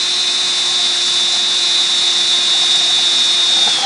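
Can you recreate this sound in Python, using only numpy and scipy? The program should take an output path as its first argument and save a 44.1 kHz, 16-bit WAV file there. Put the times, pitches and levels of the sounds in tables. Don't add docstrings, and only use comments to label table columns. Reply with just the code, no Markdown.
import sys
import numpy as np
from scipy import signal
from scipy.fft import rfft, irfft, next_fast_len
from scipy.io import wavfile
from scipy.ndimage import uniform_filter1d, minimum_filter1d, map_coordinates

SR = 44100
rng = np.random.default_rng(int(sys.argv[2]) if len(sys.argv) > 2 else 0)


def materialize(psi):
    bounded = np.clip(np.atleast_2d(psi).T, -1, 1)
    quanta = np.round(bounded * 32767).astype(np.int16)
    wavfile.write(sys.argv[1], SR, quanta)


def ratio(d):
    e = np.asarray(d, float) / 20
    return 10 ** e


N = 169785


def unit(x):
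    return x / np.sqrt(np.mean(x ** 2) + 1e-20)


def curve(rows):
    s, value = np.transpose(rows)
    return np.interp(np.arange(N) / SR, s, value)


def wobble(rate):
    knots = rng.standard_normal(int(N / SR * 400) + 4)
    return map_coordinates(knots, [np.arange(N) * min(rate, 390) / SR])


def filtered(x, response):
    size = next_fast_len(N + 8192)
    hz = np.fft.rfftfreq(size, 1 / SR)
    return irfft(rfft(x, size) * response(hz), size)[..., :N]


def colour(points):
    f, db = np.transpose(points)
    return lambda hz: ratio(np.interp(np.log(hz + 1), np.log(f + 1), db, -120, -120))


def peak(f, hz, width_hz):
    return 1j * f * width_hz / (hz * hz - f * f + 1j * f * width_hz)


def modes(rows):
    return lambda f: sum(ratio(db) * peak(f, hz, width) ** 2 for hz, width, db in rows)


def shaft():
    # start_s, speed_hz
    speed_rows = [(0.0, 357.4), (0.38, 358.6), (0.52, 356.9), (0.75, 356.3), (1.15, 354.1), (1.5, 354.0),
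                  (1.97, 352.4), (2.1, 352.6), (2.5, 351.9), (2.72, 348.7), (2.95, 350.3), (3.3, 349.3),
                  (3.5, 347.0), (3.62, 345.1), (3.7, 340.7), (3.76, 334.2), (3.81, 326.2), (3.85, 314.2)]
    stall_hz = 345
    speed = uniform_filter1d(curve(speed_rows), size=1500, mode="nearest")
    speed = speed * (1 + 0.0009 * wobble(14))
    return speed, np.cumsum(speed) / SR, np.maximum(stall_hz - speed, 0)


def thread_slips():
    # start_s, peak_db, pitch_hz
    slips = [(2.528, -23, 711), (2.546, -17.5, 790), (2.618, -21, 700), (2.634, -17, 754),
             (2.715, -25, 730), (2.746, -19, 724), (2.77, -20, 740), (2.81, -17, 730), (2.858, -19, 700),
             (2.9, -17.5, 736), (2.985, -18, 756), (3.5, -20, 690), (3.566, -18, 832), (3.619, -18.5, 687),
             (3.674, -17.5, 820), (3.783, -12.5, 770), (3.794, -19, 747)]
    out = np.zeros(N + SR)
    t = np.arange(SR // 8) / SR
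    knocks = [(s, db + 3, hz, 0.043) for s, db, hz in slips]
    knocks.append((3.555, -22, 340, 0.11))
    for s, db, hz, t60_s in knocks:
        ring = (1 - np.exp(-t / 0.003)) ** 2 * ratio(db - 60 * t / t60_s)
        out[round(s * SR):][:len(t)] += ring * np.sin(2 * np.pi * hz * t)

    squeal_s, squeal_hz, squeal_db, rise_s = 3.824, 790, -16.5, 0.0099
    held = (1 - np.exp(-t / rise_s)) * np.sin(2 * np.pi * squeal_hz * t)
    out[round(squeal_s * SR):][:len(t)] += np.sqrt(2) * ratio(squeal_db) * held
    return out[:N]


def squeak():
    middle_s, long_s, pitch_hz, level_db = 3.74, 0.03, 5190, -26
    now = np.arange(N) / SR
    swell = np.exp(-((now - middle_s) / long_s) ** 4)
    return swell * ratio(level_db + 2 * wobble(80)) * np.sin(2 * np.pi * pitch_hz * now)


def bite():
    # start_s, level_db
    bite_level = [
        (0, -62),
        (3.42, -50),
        (3.55, -31),
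        (3.7, -32.5),
        (3.85, -32),
    ]
    # pitch_hz, width_hz, level_db
    bite_modes = [(199, 90, -5.5), (500, 160, -2), (780, 210, 2.5), (1400, 310, -2.5)]
    crush = rng.standard_normal(N) * ratio(3.1 * wobble(40))
    return ratio(curve(bite_level)) * unit(filtered(crush, modes(bite_modes)))


def rattle(turns, sag):
    # pitch_hz, density_db (per Hz)
    fizz_colour = [(3300, -23), (4200, -3.5), (4900, -9), (5600, -7), (6500, -10), (8400, -14), (9400, -17),
                   (10700, -21)]
    # pitch_hz, density_db (per Hz)
    hum_colour = [(60, -53), (130, -8), (250, -7.5), (480, -8.5), (1000, -4.5), (2100, -1), (3200, -2),
                  (3600, -28)]
    # pitch_hz, width_hz, level_db
    housing = [(3630, 460, 2), (3870, 176, 6), (4210, 380, 2), (4590, 600, -2), (5327, 290, -1.5)]
    # pitch_hz, width_hz, level_db
    joists = [(133.5, 26, -8.5), (195.4, 14, 1.5), (237, 24, 4), (91.5, 33, -14.5)]
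    board_mode = [(740, 180, 0)]

    def gate(order):
        return 1 + 0.33 * np.cos(2 * np.pi * order * turns)

    noise = rng.standard_normal((5, N))
    fizz = unit(filtered(noise[0] * gate(2) * ratio(0.68 * wobble(250)), colour(fizz_colour)))
    shell = unit(filtered(noise[1] * ratio(1.8 * wobble(100)), modes(housing)))
    hum = unit(filtered(noise[2] * gate(1), colour(hum_colour)))
    board = unit(filtered(noise[3] * ratio(3.9 * wobble(21.73)), modes(board_mode)))
    deck = unit(filtered(noise[4] * ratio(1.5 * wobble(5)), modes(joists)))

    out = ratio(-23 + 0.4 * wobble(9)) * fizz
    out += ratio(-25 + 0.32 * wobble(8)) * shell
    out += ratio(-29 + 0.11 * sag) * hum
    out += ratio(-44.5 + 0.14 * sag) * board
    return out + ratio(-50.5) * deck


def tone(order, turns, db, flutter_db):
    swing = flutter_db * (wobble(24.75) + 0.42 * wobble(120))
    return np.sqrt(2) * ratio(db + swing) * np.sin(2 * np.pi * (order * turns + rng.random()))


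def motor(speed, turns, sag):
    shaft_orders = [1, 2, 3, 4, 5, 6, 7, 8, 9, 13, 14, 15, 16, 19, 20, 21, 22, 24, 25, 26, 27]
    shaft_db = [-41, -47, -44, -51, -51, -46, -39, -43, -46, -46, -38, -47, -44, -47, -51, -49, -51, -53,
                -57, -48, -55]
    gear_orders = [2.125, 2.458, 26 / 3, 11.115, 11.979, 38 / 3, 50 / 3]
    gear_db = [-51, -51, -51, -40, -39, -45, -48]
    out = tone(1, turns, shaft_db[0], flutter_db=0.3)
    for order, db in [*zip(shaft_orders[1:], shaft_db[1:]), *zip(gear_orders, gear_db)]:
        out = out + tone(order, turns, db, flutter_db=2.5)

    chirp_order = 46 / 3
    chirp = tone(chirp_order, turns, -37 + 2 * wobble(12), flutter_db=3)
    chirp = chirp * np.abs(peak(chirp_order * speed, 5330, 260))
    return ratio(-0.34 * sag) * out + chirp


def whine(speed, turns, sag):
    whine_orders = [10, 32 / 3, 34 / 3]
    whine_db = [-20.5, -18.3, -27.5]
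    whine_flutter = [1.3, 1.2, 3]
    low, mid, high = [tone(order, turns, db + 0.3 * wobble(4.3), flutter)
                      for order, db, flutter in zip(whine_orders, whine_db, whine_flutter)]

    chuck_ratio = 1 / 16
    beat = 1 + 0.18 * np.cos(2 * np.pi * chuck_ratio * turns)
    shell_hz, shell_width_hz, direct = 3692, 140, 0.35
    mode = np.abs(peak(whine_orders[1] * speed, shell_hz, shell_width_hz)) ** 2 + direct

    cruise_hz = 353
    high_db = -0.4 * sag + 0.3 * (speed + sag - cruise_hz)
    return low * ratio(-0.07 * sag) + mid * beat * mode + high * ratio(high_db)


def faint_bands_lost(x):
    # pitch_hz, threshold_db
    band_floor = [(2900, -30), (3000, -7.5), (3350, -9), (3500, -14), (5500, -6.5), (6800, -3.8),
                  (8500, -2.5), (10500, -.7)]
    # pitch_hz, threshold_db
    grain_floor = [(4500, -20), (7000, -7), (10700, -1)]
    edge_hz, edge_open = 10440, 0.3
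    hz, t, z = signal.stft(x, SR, nperseg=2048)
    power = np.abs(z) ** 2
    near = uniform_filter1d(uniform_filter1d(power, size=4, axis=0), size=3, axis=1)
    slow = uniform_filter1d(power, size=9, axis=1)
    wide = np.exp(uniform_filter1d(np.log(slow + 1e-14), size=40, axis=0))

    keep = near > wide * colour(band_floor)(hz)[:, None] ** 2
    keep = minimum_filter1d(keep, size=2, axis=1)
    keep &= power > wide * colour(grain_floor)(hz)[:, None] ** 2
    frame = np.minimum(t * SR, N - 1).astype(int)
    keep &= (hz[:, None] < edge_hz) | (wobble(17)[frame] > edge_open)
    return signal.istft(z * keep, SR, nperseg=2048)[1][:N]


def scene():
    # start_s, level_db
    load = [(0, -0.5), (.6, 0.5), (1.5, 0.5), (2.4, 1), (3.0, 1), (3.6, 0.5), (3.75, 1), (3.85, 0.5)]
    # pitch_hz, width_hz, depth (0-1)
    notches = [(3250, 150, .2), (6850, 90, .5), (7400, 70, .25), (7900, 70, .3), (8750, 220, .28),
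               (9450, 110, .4), (10000, 110, .3), (10560, 200, .6)]

    def dips(f):
        return np.prod([1 - np.clip(depth, 0, 1) * peak(f, hz, width) for hz, width, depth in notches], axis=0)

    speed, turns, sag = shaft()
    screw = thread_slips() + squeak() + bite()
    drill = rattle(turns, sag) + motor(speed, turns, sag) + whine(speed, turns, sag)
    return np.tile(filtered(ratio(curve(load)) * drill + screw, dips), (2, 1))


def low_pass(x):
    return signal.sosfilt(signal.butter(12, 10760, fs=SR, output="sos"), x)


def record(dry):
    limited = filtered(dry[0], lambda hz: hz < 10690)
    mono = faint_bands_lost(limited)
    return low_pass(np.tile(mono, (2, 1)))


dry = scene()
out = record(dry)
materialize(out)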